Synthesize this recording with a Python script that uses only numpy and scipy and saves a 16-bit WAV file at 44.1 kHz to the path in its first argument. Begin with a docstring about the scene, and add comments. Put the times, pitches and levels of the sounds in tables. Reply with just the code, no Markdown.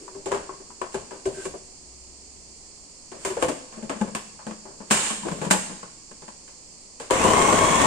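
"""Food processor: pusher, then motor.

A plastic pusher rubs and knocks in the feed tube, ringing air column, wall and lid, then slides home.
The switch snaps, the motor whines up to speed and two knives churn food and throw it at the bowl.
A small kitchen echoes the blows and the rubbing; two hissy microphone ports colour everything."""
import sys
import numpy as np
from scipy import signal
from scipy.fft import rfft, irfft, next_fast_len
from scipy.io import wavfile

SR = 44100
rng = np.random.default_rng(int(sys.argv[2]) if len(sys.argv) > 2 else 0)


def digitize_waveform(pressure):
    """Quantize a signal to 16-bit integers and store it at the path in sys.argv[1].

    Rows of a 2-D input are taken as channels; values are limited to [-1, 1].
    """
    field = np.atleast_2d(pressure).T
    bounded = np.clip(field, -1, 1)
    quanta = np.round(bounded * 32767).astype(np.int16)
    wavfile.write(sys.argv[1], SR, quanta)


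N = 346626
TIME = np.arange(N) / SR
LAND_S, START_S = 5.51, 7.11  # pusher lands, motor starts
DRIVE_HZ = 1070  # nominal drive tone

# Stereo likeness of noise. Each row: frequency in Hz, left-right correlation.
CORRELATION = [(50, 0.9), (200, 0.95), (500, 0.56), (1000, 0.078), (2200, 0.08), (4000, 0.011)]
# Room rumble and microphone hiss. Each row: frequency in Hz, density in dB per Hz.
FLOOR_DB = [(20, -74), (60, -77.5), (130, -82), (400, -82), (700, -86), (1050, -88), (1500, -99),
            (2400, -92.5), (3800, -99.5), (4400, -83), (6000, -83.5), (9000, -88.5), (10000, -101),
            (15000, -103)]
# Faint rising hum. Each row: time in seconds, pitch in Hz, level in dB.
HUM_TRACK = [(1.4, 57.7, -70), (1.9, 61.5, -49.5), (2.65, 65.7, -55.5), (3.0, 69.4, -63), (3.4, 68.6, -74)]
# Hum harmonics. Each row: multiple, gain in dB.
HUM_HARMONICS = [(1, 0), (3, -17), (6, -8)]

# Level curves. 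Each row: time in seconds, level in dB.
RIM_DB = [(0, -42), (.45, -62), (.7, -56), (1.25, -54.5), (1.4, -53), (1.6, -54), (1.8, -78)]  # pusher pressing on the rim
SLIDE_DB = [(4.93, -20), (5.09, -23.5), (5.22, -42), (5.5, -44)]  # sliding hiss, fading as the pusher slows
WHINE_DB = [(7.2, -43), (7.33, -41), (7.36, -30.5), (7.48, -29), (7.53, -40), (7.59, -33.5), (7.75, -32.5),
            (7.86, -37)]  # main motor whine
GRIND_DB = [(7.14, -46), (7.18, -34.5), (7.31, -36), (7.42, -44), (7.55, -41), (7.72, -38), (7.86, -40)]  # rough whine of the loaded drive

# Noise spectra. Each row: frequency in Hz, gain in dB.
SCRAPE_EQ = [(100, -37), (200, 4), (600, 6), (1100, 7.5), (1700, 6.5), (2800, 3.5), (3800, -1.5),
             (6000, 3.5), (9000, 7), (16000, -10)]  # scraped plastic
PLASTIC_EQ = [(50, -3.5), (110, -8.5), (170, 1.5), (260, -2.5), (400, 2), (600, 3.5), (800, -4), (1050, 0),
              (1400, -6.5), (2700, -7.5), (4000, -18.5), (8000, -14.5), (16000, -8)]  # struck plastic
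RUB_EQ = [(70, -36), (130, -12), (175, -1), (215, 2), (260, -15), (480, -8), (800, -15), (1500, -23),
          (4000, -31)]  # pusher binding
CHURN_EQ = [(25, -19), (40, -21), (60, -18), (80, 1.5), (125, -5), (150, 0), (290, 1.5), (345, -1.5),
            (390, 7), (500, 1.5), (700, 3), (800, -5), (1200, -23)]  # churned food
BOWL_EQ = [(500, -13), (770, -8), (855, -0.5), (900, -5), (980, 1.5), (1030, 3), (1085, 7.5), (1150, -1),
           (1200, -6), (1300, -16.5), (2500, -31.5)]  # rattling bowl
AIR_EQ = [(600, -5), (1300, 2.5), (1800, 2), (2300, 0.5), (3200, -3.5), (4000, -11.5), (5000, -13),
          (5900, -3), (6500, -6.5), (7000, -9), (7600, -6.5), (9000, -6.5), (10500, -4), (15000, -18)]  # rushing air

# Resonances. Each row: frequency in Hz, gain in dB, t60 in seconds.
WALL_MODES = [(854, -2.5, 0.12), (980, 0, 0.079), (1080, 1, 0.068)]  # struck tube wall
LID_MODES = [(1454, 0.5, 0.056), (1557, 7.5, 0.062), (1684, 7, 0.059), (2142, -6, 0.077),
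             (2356, -0.5, 0.07), (2730, -4.5, 0.1), (2910, -9.5, 0.21), (3220, -31, 0.21)]  # bowl and lid
TUBE_MODES = [(1060, 1, 0.045), (1724, -3, 0.04), (2320, -5, .025), (2895, -5.5, 0.042), (3130, 1, 0.01),
              (3680, -7, .03), (4180, -6, .02)]  # scraped tube
BASE_MODES = [(149, -5.5, 0.44), (197.8, -1.5, 0.22), (270, -8, 0.18), (382, 2, 0.14), (492, 5, 0.17),
              (523, 4.5, 0.32), (644, 3, 0.53), (712, 5, 0.22), (866, 6, 0.22)]  # motor base

# Scuffs swelling into a knock. Each row: start in seconds, end in seconds, final level in dB.
WALL_SCUFFS = [(0.918, .945, -43), (1.324, 1.458, -40), (3.19, 3.247, -42), (3.39, 3.425, -36),
               (3.988, 4.028, -42), (4.87, 4.916, -46.5)]
# Pusher and switch blows. Each row: start in seconds, clack in dB, thud and tick in dB re clack,
# length factor, hollow pitch in Hz, ring pitch in Hz, share of clean ringing from 0 to 1.
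# The hollow pitch is high in the open tube, low once the pusher plugs it.
BLOWS = [(0.080, -37.5, -21, -37, 0.54, 500, 980, 0.57), (0.147, -47.5, 12.5, -5, 1.6, 395.6, 1075, 0.82),
         (0.258, -32.5, 7.5, -1.5, 1.2, 388, 853, 0.6), (0.317, -21, 1, -11.5, 1.15, 389, 945, 0.61),
         (0.346, -26, -1, -10, 0.95, 397, 1120, 0.75), (0.492, -30.5, -3.5, -39, 1.14, 382.5, 1080, 0.85),
         (0.6, -52, 11.5, -3, 0.66, 382, 1098, 0.83), (0.704, -42.5, -13, -19.5, 0.7, 397, 989, 0.7),
         (0.815, -24.5, -3, -15, 0.83, 375, 1094, 0.58), (0.943, -29.5, 6.5, -4, 1, 386, 820, 0.75),
         (1.255, -34, 15.5, 1, 0.97, 384, 1045, 0.91), (1.368, -50.5, 17, -5, 1.1, 388, 1075, 0.88),
         (1.453, -33.5, 7.5, 1, 0.95, 379, 1140, 0.8), (1.537, -41.5, 9, -20, 0.7, 384, 970, 0.43),
         (3.116, -41.5, 5, -2.5, 1.8, 377.4, 1070, 0.38), (3.249, -26.5, 1.5, 3, 1.35, 391, 1024, 0.56),
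         (3.301, -33.5, 8, -3, 0.96, 376, 980, 0.73), (3.335, -38, -2, -14, .6, 391, 960, 1),
         (3.367, -30, 8, -13, 0.84, 468, 853, 0.47), (3.424, -19.5, 4, -3.5, 0.66, 518, 1040, 0.5),
         (3.445, -34, 7.5, -4, 0.57, 501, 1085, 0.76), (3.483, -30, 7, 3, 0.83, 277, 853, .4),
         (3.725, -41.5, -5, -6, 2.5, 225, 1100, 0.4), (3.77, -47.5, 11, -3, 0.81, 213, 1040, 0.64),
         (3.825, -42, 11.5, -3, 0.88, 218, 853, 0.73), (3.895, -25.5, -0.5, -7.5, 0.92, 271, 1090, 0.19),
         (3.96, -43, 7.5, -4, .6, 216, 830, 0.8), (4.012, -23.5, 4.5, -14, 0.87, 207, 870, 0.86),
         (4.075, -40, 5.5, -6, 0.89, 215, 970, 0.7), (4.149, -28, -1.5, 3, 0.63, 231, 1070, 0.16),
         (4.166, -31, -8.5, -15, 0.63, 394, 1030, 0.8), (4.392, -39, -22, -22, 1.2, 200, 834, 0.45),
         (4.466, -34, 4.5, -5.5, 0.89, 219, 847, 0.54), (4.509, -35, 0.5, -11, 0.65, 195, 1100, 0.34),
         (4.652, -41.5, 1, -30, 2.1, 390, 853, 0.44), (4.802, -40, 3.5, -12, 0.92, 200, 853, 0.5),
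         (4.909, -17, -3, 6.5, 0.98, 208.6, 1075, 0.38), (5.106, -31.5, 0.5, 2, 0.88, 223, 1075, 0.43),
         (5.233, -34.5, -2, -14, 0.63, 189, 970, 1), (5.249, -37.5, 11, -8, 0.99, 338, 970, 0.47),
         (5.283, -29.5, -1, -8.5, 0.38, 259, 970, 0.3), (5.314, -32, 7, -4.5, 1.05, 167, 1024, .65),
         (5.415, -27.5, 2, -9, 1.55, 165.7, 853, 0.52), (5.449, -33.5, -1, -1, .6, 181, 960, 0.4),
         (5.465, -32.5, 8, -11, 0.57, 178, 970, 0.9), (5.509, -13.5, -4.5, 4, 0.68, 192.5, 853, 0.65),
         (5.83, -34.5, -4.5, -16, 0.78, 173, 1100, 0.5), (6.113, -44, 1, -4, 0.49, 204, 1090, 0.55),
         (6.22, -44.5, 1, -3.5, 1.05, 165, 850, 0.45), (6.28, -38.5, -5.5, -8, 0.84, 205, 853, 0.46),
         (6.477, -49.5, -2, 3, 0.87, 389, 1080, 0.3), (6.999, -35.5, 2, 0.5, 1.46, 465, 853, 0.36),
         (7.107, -16, 2, -4.5, 0.57, 533, 1030, 0.46)]
# Worktop, thud, clack, rattle and tick of a knock.
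# Each row: low and high edge in Hz, gain in dB, base rise and base t60 in seconds.
KNOCK_BANDS = [(49.7, 154, -21.5, 0.0029, 0.29), (130, 850, 0, 0.0013, 0.22),
               (646, 1700, -1.5, 0.00084, 0.22), (1390, 5700, -4.5, 0.0013, 0.3),
               (3860, 11300, -5, 0.00027, 0.2)]
# Light hand touches. Each row: start in seconds, end in seconds, hollow pitch in Hz.
TOUCH_SPANS = [(1.089, 1.115, 388), (5.65, 5.761, 183)]
# Churning, rattling and rushing. Each row: level at nominal speed in dB, dB per doubling of speed,
# dB per second as the food gets finer.
RUN_DB = [(-18, 6.5, -2.5), (-19.5, 9, 1.5), (-22.5, 1.5, 1)]
# Climbing motor squeal. Each row: time in seconds, pitch in Hz, level in dB.
SQUEAL_TRACK = [(7.46, 1310, -49), (7.51, 1390, -34), (7.61, 1584, -34), (7.68, 1643, -43),
                (7.74, 1748, -34), (7.8, 1800, -28), (7.87, 1892, -37)]
# Smeared drive harmonics. 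Each row: multiple, width in Hz, level in dB.
SIZZLE_BANDS = [(6, 200, -39.5), (8, 200, -43.5)]
# Food pieces slapping the bowl at set times. Each row: start in seconds, level in dB.
CHUNK_HITS = [(7.245, -11), (7.3, -11.5), (7.362, -9), (7.52, -11.5), (7.575, -11.5), (7.808, -11)]
# Kitchen decay. Each row: frequency in Hz, t60 in seconds.
ROOM_T60_S = [(100, 0.81), (400, 0.57), (1500, 0.67), (4000, 0.87), (8000, 0.77), (12000, 0.33)]
# Microphone port colour. Each row: frequency in Hz, gain in dB.
LEFT_EQ = [(50, -1.5), (120, -1), (250, 2), (500, -3.5), (1000, 0), (2200, -2), (4000, -2), (6000, -4.5),
           (7300, -2.5), (8700, 2.5), (9300, 0.5), (9900, -14.5), (15000, -20.5)]
RIGHT_EQ = [(50, -5.5), (120, -7), (250, -4.5), (500, -4.5), (1000, -8), (2200, -1.5), (4000, 1),
            (6000, -2), (7300, 9), (8700, -0.5), (9300, -7.5), (9900, -15.5), (15000, -21)]


def amp(db):
    """Decibels to gain."""
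    return 10 ** (np.asarray(db) / 20)


def unit_rms(x):
    """Scale to rms 1."""
    return x / np.sqrt(np.mean(x ** 2) + 1e-20)


def unit_onset(x):
    """Scale the first 20 ms to rms 1."""
    return x / np.sqrt(np.mean(x[:, :SR // 50] ** 2) + 1e-20)


def at_hz(points, hz):
    """Interpolate on a log-frequency axis."""
    knots_hz, values = np.transpose(points)
    return np.interp(np.log(hz + 1), np.log(knots_hz + 1), values)


def curve(rows, column=1):
    """One table column over time."""
    columns = np.transpose(rows)
    return np.interp(TIME, columns[0], columns[column])


def gate(start_s, stop_s=np.inf, *, fade_s):
    """Window with linear fades."""
    return np.clip((TIME - start_s) / fade_s, 0, 1) * np.clip((stop_s - TIME) / fade_s, 0, 1)


def add(mix, start_s, sound):
    """Mix in a stereo sound."""
    part = mix[:, max(round(start_s * SR), 0):][:, :sound.shape[1]]
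    part += sound[:, :part.shape[1]]


def convolve(x, response):
    """Stereo convolution, cut to N."""
    return signal.oaconvolve(np.atleast_2d(x), response, axes=1)[:, :N]


def phase_rad(hz):
    """Running phase of a pitch curve."""
    return 2 * np.pi * np.cumsum(hz) / SR


def drift(rate_hz):
    """Low-passed noise, rms 1."""
    hz = np.fft.rfftfreq(N, 1 / SR)
    return unit_rms(irfft(rfft(rng.standard_normal(N)) * np.exp(-(hz / rate_hz) ** 2), N))


def scattered(start_s, stop_s, per_s):
    """Random times, one per equal slot, at least one."""
    count = max(round((stop_s - start_s) * per_s), 1)
    return start_s + (np.arange(count) + rng.random(count)) * (stop_s - start_s) / count


def noise(eq, size=N, band_hz=None):
    """Coloured stereo noise: alike in the bass, unrelated in the treble."""
    length = next_fast_len(size)
    hz = np.fft.rfftfreq(length, 1 / SR)
    mid, side = rfft(rng.standard_normal((2, length)))
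    same = at_hz(CORRELATION, hz)
    mid, side = mid * np.sqrt((1 + same) / 2), side * np.sqrt((1 - same) / 2)
    gain = amp(at_hz(eq, hz))
    if band_hz:
        gain /= np.sqrt((1 + (band_hz[0] / (hz + 1)) ** 10) * (1 + (hz / band_hz[1]) ** 10))
    return irfft(np.array([mid + side, mid - side]) * gain, length)[:, :size]


def strike(t, rise_s, t60_s):
    """Gentle onset as the plastic gives, then exponential decay."""
    return (1 - np.exp(-t / rise_s)) ** 1.5 * np.exp(-np.log(1000) * t / t60_s)


def ringing(modes, t, rise_s, length=1, spread_db=3):
    """Damped modes, weighted at random by strike point; low ones reach both ports in step."""
    out = 0
    for hz, db, t60_s in modes:
        offset_rad = 2 * np.pi * rng.random() + 0.93 * min(hz / 1000, 2) * rng.standard_normal((2, 1))
        gain = amp(db + spread_db * rng.standard_normal())
        out += gain * np.sin(2 * np.pi * hz * t + offset_rad) * strike(t, rise_s, t60_s * length)
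    return unit_onset(out)


def background(waver=0.00565):
    """Room rumble, microphone hiss and a faint hum."""
    hum_hz, hum_db = curve(HUM_TRACK), curve(HUM_TRACK, 2)
    angle = phase_rad(hum_hz * (1 + waver * drift(3.5)))
    hum = sum(amp(hum_db + db + drift(1.9)) * np.sin(k * angle) for k, db in HUM_HARMONICS)
    return noise(FLOOR_DB) * np.sqrt(SR / 2) + hum


def rim_rubbing(air_hz=384, squeak_hz=1560, squeak_db=-44, scuff_rise_db=8):
    """Rubbing and scuffs sound the air in the tube under a thin hiss; the rim squeaks once."""
    air_ring = ringing([(air_hz, 0, 0.055)], TIME[:SR // 4], rise_s=0.00033)
    squeak_ring = ringing([(squeak_hz, 0, 0.14)], TIME[:SR // 4], rise_s=0.00033)
    air = unit_rms(convolve(rng.standard_normal(N), air_ring))
    squeak = unit_rms(convolve(rng.standard_normal(N), squeak_ring))
    hiss = unit_rms(noise(SCRAPE_EQ))
    out = (air * amp(-1) + hiss * amp(-9)) * amp(curve(RIM_DB)) * gate(-1, 2.4, fade_s=0.1)
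    scuff = air * amp(-8) + hiss
    for start_s, stop_s, db in WALL_SCUFFS:
        to_go = np.clip((stop_s - TIME) / (stop_s - start_s), 0, 1)
        out += scuff * amp(db - scuff_rise_db * to_go) * gate(start_s, stop_s, fade_s=0.004)
    return out + squeak * amp(squeak_db) * gate(1.34, 1.435, fade_s=0.012)


def wall_modes(ring_hz, reach_hz=70, off_db=-13.5):
    """A blow favours the wall mode nearest its ring pitch."""
    return [(hz, db + off_db * (1 - np.exp(-((hz - ring_hz) / reach_hz) ** 2)), t60_s)
            for hz, db, t60_s in WALL_MODES]


def knock(clack_db, thud_db, tick_db, length, hollow_hz, ring_hz, ring_share):
    """One blow: a crack, noise from worktop and dense plastic modes, ringing air column, wall and lid."""
    t = TIME[:SR // 3]
    rattle_db = clack_db - 2 + 0.61 * tick_db
    levels_db = [clack_db + thud_db, clack_db + thud_db, clack_db, rattle_db, clack_db + tick_db]
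    ring_share = min(ring_share, 0.97)
    softness = 0.99 * np.exp(0.12 * thud_db)  # thudding blows swell more slowly
    top_hz = 9360 + 250 * max(clack_db + tick_db + 33.5, 0)  # harder ticks reach higher
    hollow = [(hollow_hz, 0, 0.28)]
    band_modes = [[], hollow, wall_modes(ring_hz), LID_MODES, []]
    crack = noise(PLASTIC_EQ, len(t), (1400, top_hz)) * strike(t, rise_s=0.00091, t60_s=0.011)
    out = amp(rattle_db - 7) * unit_onset(crack)
    for db, modes, (low_hz, high_hz, band_db, rise_s, t60_s) in zip(levels_db, band_modes, KNOCK_BANDS):
        choke = 1
        if modes is hollow:
            low_hz, high_hz = max(low_hz, 0.55 * hollow_hz), min(high_hz, 3.27 * hollow_hz)
            choke = np.exp(-(t / (0.038 * length)) ** 4)  # the seating pusher stops the note
        band = noise(PLASTIC_EQ, len(t), (low_hz, min(high_hz, top_hz)))
        part = unit_onset(band * strike(t, rise_s * softness, t60_s * length))
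        if modes:
            ring = ringing(modes, t, rise_s * softness, length, spread_db=0) * choke
            part = unit_onset(np.sqrt(1 - ring_share) * part + np.sqrt(ring_share) * ring)
        out += amp(db + band_db) * part
    return out


def knocks(level_db=-1, pan_db=0.1, graze_s=0.006, rebound_s=0.02):
    """Pusher and switch knock; hard blows graze first and rebound, duller. Light touches fall between."""
    out = np.zeros((2, N))
    for start_s, clack_db, thud_db, tick_db, length, *tone in BLOWS:
        add(out, start_s, knock(clack_db, thud_db, tick_db, length, *tone))
        if clack_db > -24.5:
            add(out, start_s - graze_s, knock(clack_db - 14, thud_db, tick_db - 3, length, *tone))
        if clack_db > -25:
            rebound_db = clack_db - 5.5 + min(clack_db + 12.5, 0)  # shrinks fast as the blow weakens
            add(out, start_s + rebound_s, knock(rebound_db, thud_db, tick_db - 10, 1.3, *tone))
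    for start_s, stop_s, hollow_hz in TOUCH_SPANS:
        for touch_s in scattered(start_s, stop_s, per_s=5):
            ring_hz = rng.choice([mode[0] for mode in WALL_MODES])
            touch = knock(clack_db=rng.normal(-40, 2), thud_db=2, tick_db=-8, length=1.6,
                          hollow_hz=hollow_hz, ring_hz=ring_hz, ring_share=0.35)
            add(out, touch_s, touch)
    return out * amp(level_db + np.array([[1], [-1]]) * pan_db / 2)


def slips(per_s):
    """Friction as sparse random impulses."""
    return rng.standard_normal(N) * (rng.random(N) < per_s / SR)


def tube_scrape(level_db=-9, swell_db=3):
    """Quick slips ring the tube; its modes swell and fade as the contact slides along."""
    force = slips(per_s=700)
    out = 0
    for hz, db, t60_s in TUBE_MODES:
        ring = ringing([(hz, 0, t60_s)], TIME[:SR // 10], rise_s=0.00051)
        out += unit_rms(convolve(force, ring)) * amp(db + swell_db * drift(25))
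    return unit_rms(out) * amp(level_db + curve(SLIDE_DB)) * gate(4.91, LAND_S, fade_s=0.013)


def pusher_slide(bind_s=5.24, bind_db=9.5, chatter_db=0.3, catch_db=3):
    """Plastic on plastic: hiss, slips that ring the wall, and a low rub that grows where it binds."""
    slide_db = curve(SLIDE_DB)
    rub_db = -46 + bind_db * gate(bind_s, LAND_S, fade_s=0.015)
    force = slips(per_s=160)
    hiss = unit_rms(noise(SCRAPE_EQ)) * amp(slide_db - 4 + chatter_db * drift(120))
    ring = ringing(wall_modes(856), TIME[:SR // 4], rise_s=0.00092)
    wall = unit_rms(convolve(force, ring)) * amp(slide_db - 19)
    rub = unit_rms(noise(RUB_EQ)) * amp(rub_db + catch_db * drift(31))
    return (hiss + wall + rub) * gate(4.915, LAND_S, fade_s=0.029)


def run_time_s():
    """Time since switch-on."""
    return np.maximum(TIME - START_S, 0)


def drive_hz(kick=0.48, spin_up_s=0.165, creep_hz_per_s=60):
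    """The motor leaps to speed, then creeps up as the load eases."""
    age_s = run_time_s()
    return (DRIVE_HZ + creep_hz_per_s * age_s) * np.tanh(kick + age_s / spin_up_s)


def run_levels_db(surge_db=4, surge_s=7.29, width_s=0.042):
    """Churn, rattle and rush follow speed and time; the churn surges as the knives catch the load."""
    doublings = np.log2(drive_hz() / DRIVE_HZ)
    churn_db, rattle_db, rush_db = [db + db_per_doubling * doublings + db_per_s * run_time_s()
                                    for db, db_per_doubling, db_per_s in RUN_DB]
    return churn_db + surge_db * np.exp(-((TIME - surge_s) / width_s) ** 2), rattle_db, rush_db


def blade():
    """Two knives sweep the food round: lumpy churning, a rattling bowl and rushing air."""
    churn_db, rattle_db, rush_db = run_levels_db()
    lumps_db = 2 * drift(70)
    churn = unit_rms(noise(CHURN_EQ)) * amp(churn_db - 3.5 + lumps_db)
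    rattle = unit_rms(noise(BOWL_EQ)) * amp(rattle_db - 1 + 0.69 * lumps_db + 1.28 * drift(120))
    rush = unit_rms(noise(AIR_EQ)) * amp(rush_db - 2)
    return (churn + rattle + rush) * gate(START_S, fade_s=0.023)


def shaking(cycles_per_pass=27.3, winding_hz=100, flutter_db=2):
    """The unbalanced blade shakes the worktop; the windings hum most while the motor starts."""
    knife_rad = phase_rad(drive_hz() / cycles_per_pass)
    winding_rad = 2 * np.pi * winding_hz * TIME
    out = 0
    for angle, db in [(knife_rad, -47), (2 * knife_rad, -41), (winding_rad, -39 - 16 * run_time_s())]:
        out += amp(db + flutter_db * drift(17)) * np.sin(angle + 2 * np.pi * rng.random())
    return out * gate(START_S, fade_s=0.026)


def motor(waver=0.0016, flutter_db=1.5):
    """The drive tone and a clean whine an octave up waver with the load; a squeal climbs."""
    pitch_hz = drive_hz()
    drive_rad = phase_rad(pitch_hz * (1 + waver * drift(30)))
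    squeal_hz, squeal_db = curve(SQUEAL_TRACK), curve(SQUEAL_TRACK, 2)
    squeal_rad = phase_rad(squeal_hz * (1 + waver * drift(38)))
    tones = [(drive_rad, -30), (2 * drive_rad, curve(WHINE_DB)),
             (squeal_rad, squeal_db), (2 * squeal_rad, squeal_db - 13)]
    out = 0
    for angle, db in tones:
        port_rad = 0.5 * rng.standard_normal((2, 1))
        out += np.sqrt(2) * np.sin(angle + port_rad) * amp(db + flutter_db * drift(25))
    return out * (pitch_hz / pitch_hz.max()) ** 2 * gate(7.12, fade_s=0.061)


def grinding(waver=0.018, judder_db=1.5):
    """The loaded drive judders, smearing harmonic 3 into a rough whine and higher ones into a sizzle."""
    pitch_hz = drive_hz()
    drive_rad = phase_rad(pitch_hz)
    rough_rad = phase_rad(3 * pitch_hz * (1 + waver * drift(260)))
    whine = np.sqrt(2) * np.sin(rough_rad + 0.5 * rng.standard_normal((2, 1)))
    whine *= amp(curve(GRIND_DB) + judder_db * drift(140))
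    sizzle = np.zeros((2, N))
    for multiple, width_hz, db in SIZZLE_BANDS:
        angle = multiple * drive_rad
        for port in sizzle:
            port += amp(db) * (drift(width_hz) * np.cos(angle) + drift(width_hz) * np.sin(angle))
    return whine * gate(7.12, fade_s=0.088) + sizzle * gate(7.3, fade_s=0.14)


def scraps(per_s=240, spread_db=4, splash_kinds=6):
    """Wet scraps fly off the knives; each spatters on the wall and jolts the motor base."""
    churn_db, _, rush_db = run_levels_db()
    spatter, jolts = 0, 0
    for _ in range(splash_kinds):
        landed = rng.random(N) < per_s / splash_kinds / SR
        hits = landed * amp(spread_db * np.minimum(rng.exponential(1, N), 4))
        splash = noise(AIR_EQ, 1024) * strike(TIME[:1024], rise_s=0.0003, t60_s=0.017)
        spatter += convolve(hits, splash)
        jolts += hits * rng.choice([-1, 1], N)
    base = convolve(jolts, ringing(BASE_MODES, TIME[:SR // 3], rise_s=0.0025, spread_db=1.5))
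    out = unit_rms(spatter) * amp(rush_db - 7.5) + unit_rms(base) * amp(churn_db - 7)
    return out * gate(7.12, fade_s=0.091)


def chunks(level_db=-11):
    """Soft pieces slap the bowl wall, which the food damps quickly."""
    out = np.zeros((2, N))
    envelope = strike(TIME[:SR // 8], rise_s=0.00079, t60_s=0.19)
    pieces = [(start_s, -11.5 - rng.standard_normal()) for start_s in scattered(7.2, N / SR, per_s=16)]
    for start_s, db in list(CHUNK_HITS) + pieces:
        for eq in (CHURN_EQ, BOWL_EQ):  # thud, clack
            add(out, start_s, amp(level_db + db) * unit_onset(noise(eq, len(envelope)) * envelope))
    return out


def kitchen(x, onset_s=0.0019):
    """Diffuse tail, each band at its own decay rate; tiles throw back much treble."""
    white = noise([(20, 0), (20000, 0)], SR)
    hz, t, bands = signal.stft(white, SR, nperseg=256)
    t60_s = at_hz(ROOM_T60_S, hz)[:, None]
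    wet_db = at_hz([(300, -10), (1500, -9), (7000, -5)], hz)[:, None]
    decay = np.exp(-np.log(1000) * t / t60_s) * np.sqrt(2 * np.log(1000) / (t60_s * SR))  # unit energy
    _, tail = signal.istft(bands * amp(wet_db) * decay, SR, nperseg=256)
    return convolve(x, tail[:, :SR] * np.clip(TIME[:SR] / onset_s, 0, 1))


def scene():
    """Handling and chunks with kitchen echo, plus machine and background."""
    near = knocks() + rim_rubbing() + pusher_slide() + tube_scrape() + chunks()
    return near + kitchen(near) + blade() + scraps() + motor() + grinding() + shaking() + background()


def record(dry):
    """Minimum-phase port colour, soft peak limit, low-pass."""
    peak_limit, cutoff_hz = 0.85, 15800
    hz = abs(np.fft.fftfreq(2048, 1 / SR))
    log_gain = np.log(amp([at_hz(LEFT_EQ, hz), at_hz(RIGHT_EQ, hz)]))
    ports = np.fft.ifft(np.exp(np.conj(signal.hilbert(log_gain)))).real
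    coloured = convolve(dry, ports)
    limited = coloured / (1 + (coloured / peak_limit) ** 6) ** (1 / 6)
    low_pass = signal.firwin(255, cutoff_hz, window=("kaiser", 9), fs=SR)
    return signal.oaconvolve(limited, low_pass[None], "same")


dry = scene()
out = record(dry)
digitize_waveform(out)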